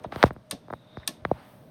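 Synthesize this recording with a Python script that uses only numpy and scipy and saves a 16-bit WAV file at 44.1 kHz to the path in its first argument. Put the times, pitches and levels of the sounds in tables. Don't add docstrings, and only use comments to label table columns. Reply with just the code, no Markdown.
import sys
import numpy as np
from scipy import signal
from scipy.fft import rfft, irfft, next_fast_len
from scipy.io import wavfile
from scipy.ndimage import uniform_filter1d

SR = 44100
rng = np.random.default_rng(int(sys.argv[2]) if len(sys.argv) > 2 else 0)


def inscribe(sig):
    pcm = np.round(np.clip(np.atleast_2d(sig).T, -1, 1) * 32767)
    wavfile.write(sys.argv[1], SR, pcm.astype(np.int16))


def attenuation_scalar(level_db):
    decades = np.asarray(level_db, float) / 20
    return 10 ** decades


N = 74970

# start in seconds, peak level in dB, hardness in octaves above 1 kHz,
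# extra bass weight in dB, level of the sharp edge in dB.
KNOCKS = [(0.057, -32, -1.57, 4, -45), (0.1226, -26.5, 2.7, -8, -15.5), (.125, -25, -0.014, 0, -18),
          (0.16, -19, -0.7, 9.5, -10), (0.2284, -2.2, 2.8, -18, -6.5), (0.2377, 2.67, 0.16, 4.1, -18.5),
          (.262, -21, 0.088, 13.5, -29.5), (.307, -20, 0.97, 14.5, -30), (.363, -32, 0.62, 19.5, -25.5),
          (.521, -32.5, -0.72, 7, -37), (0.683, -34, -0.18, -4, -27), (.702, -32, 0.39, -11, -23),
          (.705, -24.5, 0.15, -3, -28.5), (.727, -22.5, 0.67, 12, -36), (.736, -22, 0.15, -15, -26),
          (0.971, -23, 1.02, 21.5, -15), (1.21, -44.5, -2.8, 14.5, -34), (1.2508, -10.5, 1.7, 6, -24),
          (1.3133, -9.5, -0.69, -14.5, -50.5)]
# frequency in Hz, level in dB.
CASING_COLOUR = [(24, -32), (45, -17.5), (70, -5), (300, -4), (650, 1.5), (2000, 1), (4500, -13.5),
                 (9000, -34)]
# frequency in Hz, width in Hz, height in dB.
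CASING_NOTCHES = [(125, 10, 4.5), (930, 98, -3), (2775, 690, -13.5)]
# start in seconds, peak level in dB, tail level in dB, tilt in dB per octave.
SNAPS = [
    (0.5102, -18, -8.5, -2.5),
    (1.0756, -15, -12.5, 0.5),
]
# frequency in Hz, level in dB.
LATCH_COLOUR = [(400, -30), (1000, -10), (2000, -8.5), (3200, -3.5), (5000, -2), (9000, -7.5), (14500, -14),
                (16500, -25.5)]
# frequency in Hz, level in dB, time to fall 60 dB in seconds.
LATCH_MODES = [(1100, -21.5, 0.096), (1720, -20.5, 0.077), (2725, -19, 0.06), (3910, -19, 0.055),
               (4800, -20, 0.02), (8975, -10, 0.027)]
# time in seconds, level in dB, brightness in dB per octave.
RUB = [(0, -60.5, -1.5), (0.109, -64.5, 0.5), (.125, -41.5, -9), (.17, -44, -0.5), (.22, -38.5, -3),
       (.28, -41.5, -1), (.3, -59, -3.5), (.4, -77, -9), (.9, -64, -7), (1.0, -56.5, -10),
       (1.221, -65.5, -10), (1.28, -59, 3.5), (1.4, -51.5, -3.5), (1.51, -58, 6), (1.7, -70.5, 8)]
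# frequency in Hz, level in dB.
RUB_COLOUR = [(100, -26), (300, -13.5), (800, 2), (2500, -10.5), (4500, -19.5), (6000, -26.5),
              (11500, -28.5), (15800, -28.5)]
# time in seconds, level in dB.
SHUFFLE = [(0, -45.5), (.1, -46.5), (.22, -47), (.35, -52.5), (.45, -60), (.55, -57.5), (.65, -52.5),
           (.8, -53.5), (.95, -52.5), (1.13, -52.5), (1.3, -47), (1.45, -53), (1.6, -50), (1.7, -49.5)]
# frequency in Hz, level in dB.
SHUFFLE_COLOUR = [(25, -44.5), (60, -13), (125, 1.5), (230, 1), (400, -8.5), (630, -4.5), (1000, -26.5),
                  (4000, -87)]
# time in seconds, level in dB, pitch in Hz.
SQUEAK = [(.52, -54, 3680), (.6, -84, 3550), (0.719, -76, 3727), (.85, -74.5, 3670), (.99, -63.5, 3655),
          (1.06, -71, 3700), (1.2, -75.5, 3650)]
# start in seconds, average
# (rms) level in dB, time to fall 60 dB in seconds, # centre in Hz, width in octaves.
SCUFFS = [(.0351, -58, 0.041, 6200, 0.72), (.0395, -44.5, 0.057, 1930, 1.36),
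          (.0405, -56, 0.091, 3620, .31), (.0422, -24, 0.039, 666, 1.04), (.2551, -42.5, 0.096, 3260, 1.4),
          (.3291, -59, 0.039, 10190, 1.1), (.4971, -57.5, .11, 7100, 0.37), (.5161, -28.5, 0.11, 215, 0.73),
          (.525, -41.5, 0.18, 575, 0.61), (.7151, -70.5, .3, 10700, 1.2), (.9701, -66, .31, 4800, .41),
          (1.0291, -42, 0.045, 1790, .31), (1.065, -57.5, 0.19, 7600, 0.2),
          (1.0801, -38.5, 0.19, 242, 0.74), (1.085, -46, 0.18, 600, 0.47), (1.255, -35, 0.19, 125, 0.52)]
# frequency in Hz, level in dB.
AIR_COLOUR = [(300, -13.5), (640, -21.5), (1000, -11.5), (2200, -23.5), (4000, -25.5), (6000, -30.5),
              (15000, -45), (16200, -61)]
# frequency in Hz, level in dB.
HUM = [(120, -63.5), (615, -62.5)]
# frequency in Hz, width in Hz, height in dB.
MIC_PORT = [(3700, 700, 2), (7300, 1000, -9), (8800, 1300, 7), (10000, 700, -6), (11400, 1400, 5),
            (14300, 1500, 4)]

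KNOCK_DB, WEIGHT_HZ = 3, 400
RATTLE_DB, RATTLE_T60 = -31, 0.04
SNAP_DB, SNAP_T60, SNAP_RISE_S = -0.5, 0.017, 0.001
SHELL_DB, SHELL_T60, ROOM_DB, ROOM_T60 = -0.5, 0.0587, -14.5, 0.23
TAIL_DULL_HZ, PIVOT_HZ = 6900, 2020
RUB_DB, RUB_PATCH_DB, FIZZ_HZ = 2, 1.2, 4500
SHUFFLE_DB, SHUFFLE_PATCH_DB = 0.5, 1.5
SQUEAK_DB, SQUEAK_WIDTH_HZ = 3.5, 400
SCUFF_RISE_S = 0.0024
AIR_DB, AIR_PATCH_DB = -63.5, 1.2
BASS_LAG_CYCLES, LAG_FROM_HZ, LAG_TO_HZ = 1.4, 12, 2420


def evened(x):
    return x / np.sqrt(np.mean(x ** 2) + 1e-20)


def read(points, hz):
    f, value = np.transpose(points)
    return np.interp(np.log(hz + 1), np.log(f + 1), value)


def bumps(points, hz):
    return sum(db / (1 + (2 * (hz - centre) / width) ** 2) for centre, width, db in points)


def causal(db):
    both_sides = np.r_[db, db[-2:0:-1]]
    log_gain = np.log(attenuation_scalar(np.maximum(both_sides, -100)))
    taps = np.fft.ifft(np.exp(np.conj(signal.hilbert(log_gain)))).real
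    return taps / abs(taps).max()


def resonate(x, hz, width_hz):
    turn = np.exp(2j * np.pi * np.cumsum(hz * np.ones(len(x))) / SR)
    r = np.exp(-np.pi * width_hz / SR)
    return 2 * (turn * signal.lfilter([1 - r], [1, -r], x / turn)).real


def noise(colour, patch_db, tilt=0, size=512):
    hz = np.fft.rfftfreq(size, 1 / SR)
    a, b, patches = rng.standard_normal((4 * N // size + 5, len(hz), 3)).T
    patches = uniform_filter1d(patches, size=6, axis=0)
    patches = evened(uniform_filter1d(patches, size=8, axis=1))
    z = (a + 1j * b) * attenuation_scalar(read(colour, hz)[:, None] + patch_db * patches)
    untilted = signal.istft(z, nperseg=size)[1]
    octaves = np.log2(np.maximum(hz / FIZZ_HZ, 1))[:, None]
    z = z * attenuation_scalar(octaves * tilt)
    return signal.istft(z, nperseg=size, noverlap=3 * size // 4)[1][:N] / np.std(untilted)


def knock(start, db, hardness, weight_db, edge_db):
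    hz = np.fft.rfftfreq(8192, 1 / SR)
    t = np.arange(4096) / SR
    pulse = np.exp(-(hz / (1000 * 2 ** hardness)) ** 2)
    weight = weight_db / (1 + (hz / WEIGHT_HZ) ** 2)
    colour = read(CASING_COLOUR, hz) + 20 * np.log10(pulse + attenuation_scalar(edge_db)) + weight
    colour = colour + bumps(CASING_NOTCHES, hz)
    drive = attenuation_scalar(RATTLE_DB - 60 * t / RATTLE_T60) * rng.standard_normal(len(t)) / 4
    drive[0] = 1
    return start, attenuation_scalar(db + KNOCK_DB) * signal.oaconvolve(drive, causal(colour)[:len(t)])


def snap(start, db, tail_db, tilt):
    t = np.arange(SR // 3) / SR
    hz = np.fft.rfftfreq(1024, 1 / SR)
    shell = attenuation_scalar(SHELL_DB - 60 * t / SHELL_T60)
    room = attenuation_scalar(ROOM_DB - 60 * t / ROOM_T60)
    bright, dull = rng.standard_normal((len(t), 2)).T
    dull = signal.lfilter(*signal.butter(1, TAIL_DULL_HZ, fs=SR), dull)
    burst = bright * attenuation_scalar(-60 * t / SNAP_T60) + dull * attenuation_scalar(tail_db) * (shell + room)
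    burst = burst * np.minimum(t / SNAP_RISE_S, 1) ** 2
    colour = read(LATCH_COLOUR, hz) + tilt * np.log2(1 + hz / PIVOT_HZ)
    crack = signal.oaconvolve(burst, causal(colour))[:len(t)]
    ring = np.zeros(len(t))
    for mode_hz, mode_db, t60 in LATCH_MODES:
        pitch = mode_hz * rng.uniform(0.99, 1.03)
        ring += attenuation_scalar(mode_db - 60 * t / t60) * np.sin(2 * np.pi * pitch * t)
    return start, attenuation_scalar(db + SNAP_DB) * (crack / abs(crack).max() + ring)


def scuff(start, db, t60, centre_hz, octaves):
    t = np.arange(SR // 4) / SR
    hz = np.fft.rfftfreq(2048, 1 / SR)
    grit = rng.standard_normal(len(t)) * rng.exponential(1, len(t))
    colour = -12 * (np.log2((hz + 1) / centre_hz) / octaves) ** 2
    drag = evened(signal.oaconvolve(grit, causal(colour))[:len(t)])
    return start, attenuation_scalar(db - 60 * t / t60) * np.minimum(t / SCUFF_RISE_S, 1) * drag


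def rubbing():
    s, db, brightness = np.transpose(RUB)
    tilt = np.interp(np.arange(N // 128 + 5) * 128 / SR, s, brightness)
    level = attenuation_scalar(RUB_DB + np.interp(np.arange(N) / SR, s, db))
    return level * noise(RUB_COLOUR, RUB_PATCH_DB, tilt)


def shuffling():
    level = attenuation_scalar(SHUFFLE_DB + np.interp(np.arange(N) / SR, *np.transpose(SHUFFLE)))
    return level * noise(SHUFFLE_COLOUR, SHUFFLE_PATCH_DB, size=2048)


def squeak():
    t = np.arange(N) / SR
    s, db, pitch = np.transpose(SQUEAK)
    hz = np.interp(t, s, pitch)
    once = resonate(rng.standard_normal(N), hz, SQUEAK_WIDTH_HZ)
    thin = evened(resonate(once, hz, SQUEAK_WIDTH_HZ))
    return thin * attenuation_scalar(SQUEAK_DB + np.interp(t, s, db, -99, -99))


def air():
    return attenuation_scalar(AIR_DB) * noise(AIR_COLOUR, AIR_PATCH_DB)


def hum():
    return sum(attenuation_scalar(db) * evened(resonate(rng.standard_normal(N), hz, 15)) for hz, db in HUM)


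def add(mix, s, sound):
    part = mix[round(s * SR):][:len(sound)]
    part += sound[:len(part)]


def scene():
    mix = rubbing() + shuffling() + squeak() + air() + hum()
    for source, rows in ((knock, KNOCKS), (snap, SNAPS), (scuff, SCUFFS)):
        for row in rows:
            add(mix, *source(*row))
    return mix[None]


def low_pass(x):
    return signal.sosfilt(signal.butter(12, 16970, fs=SR, output="sos"), x)


def record(dry):
    size = next_fast_len(2 * N)
    hz = np.fft.rfftfreq(size, 1 / SR)
    cycles = BASS_LAG_CYCLES * np.log((1 + hz / LAG_FROM_HZ) / (1 + hz / LAG_TO_HZ))
    response = attenuation_scalar(bumps(MIC_PORT, hz)) * np.exp(-2j * np.pi * cycles)
    mix = irfft(rfft(dry, size) * response, size)[:, :N]
    return low_pass(mix)


dry = scene()
out = record(dry)
inscribe(out)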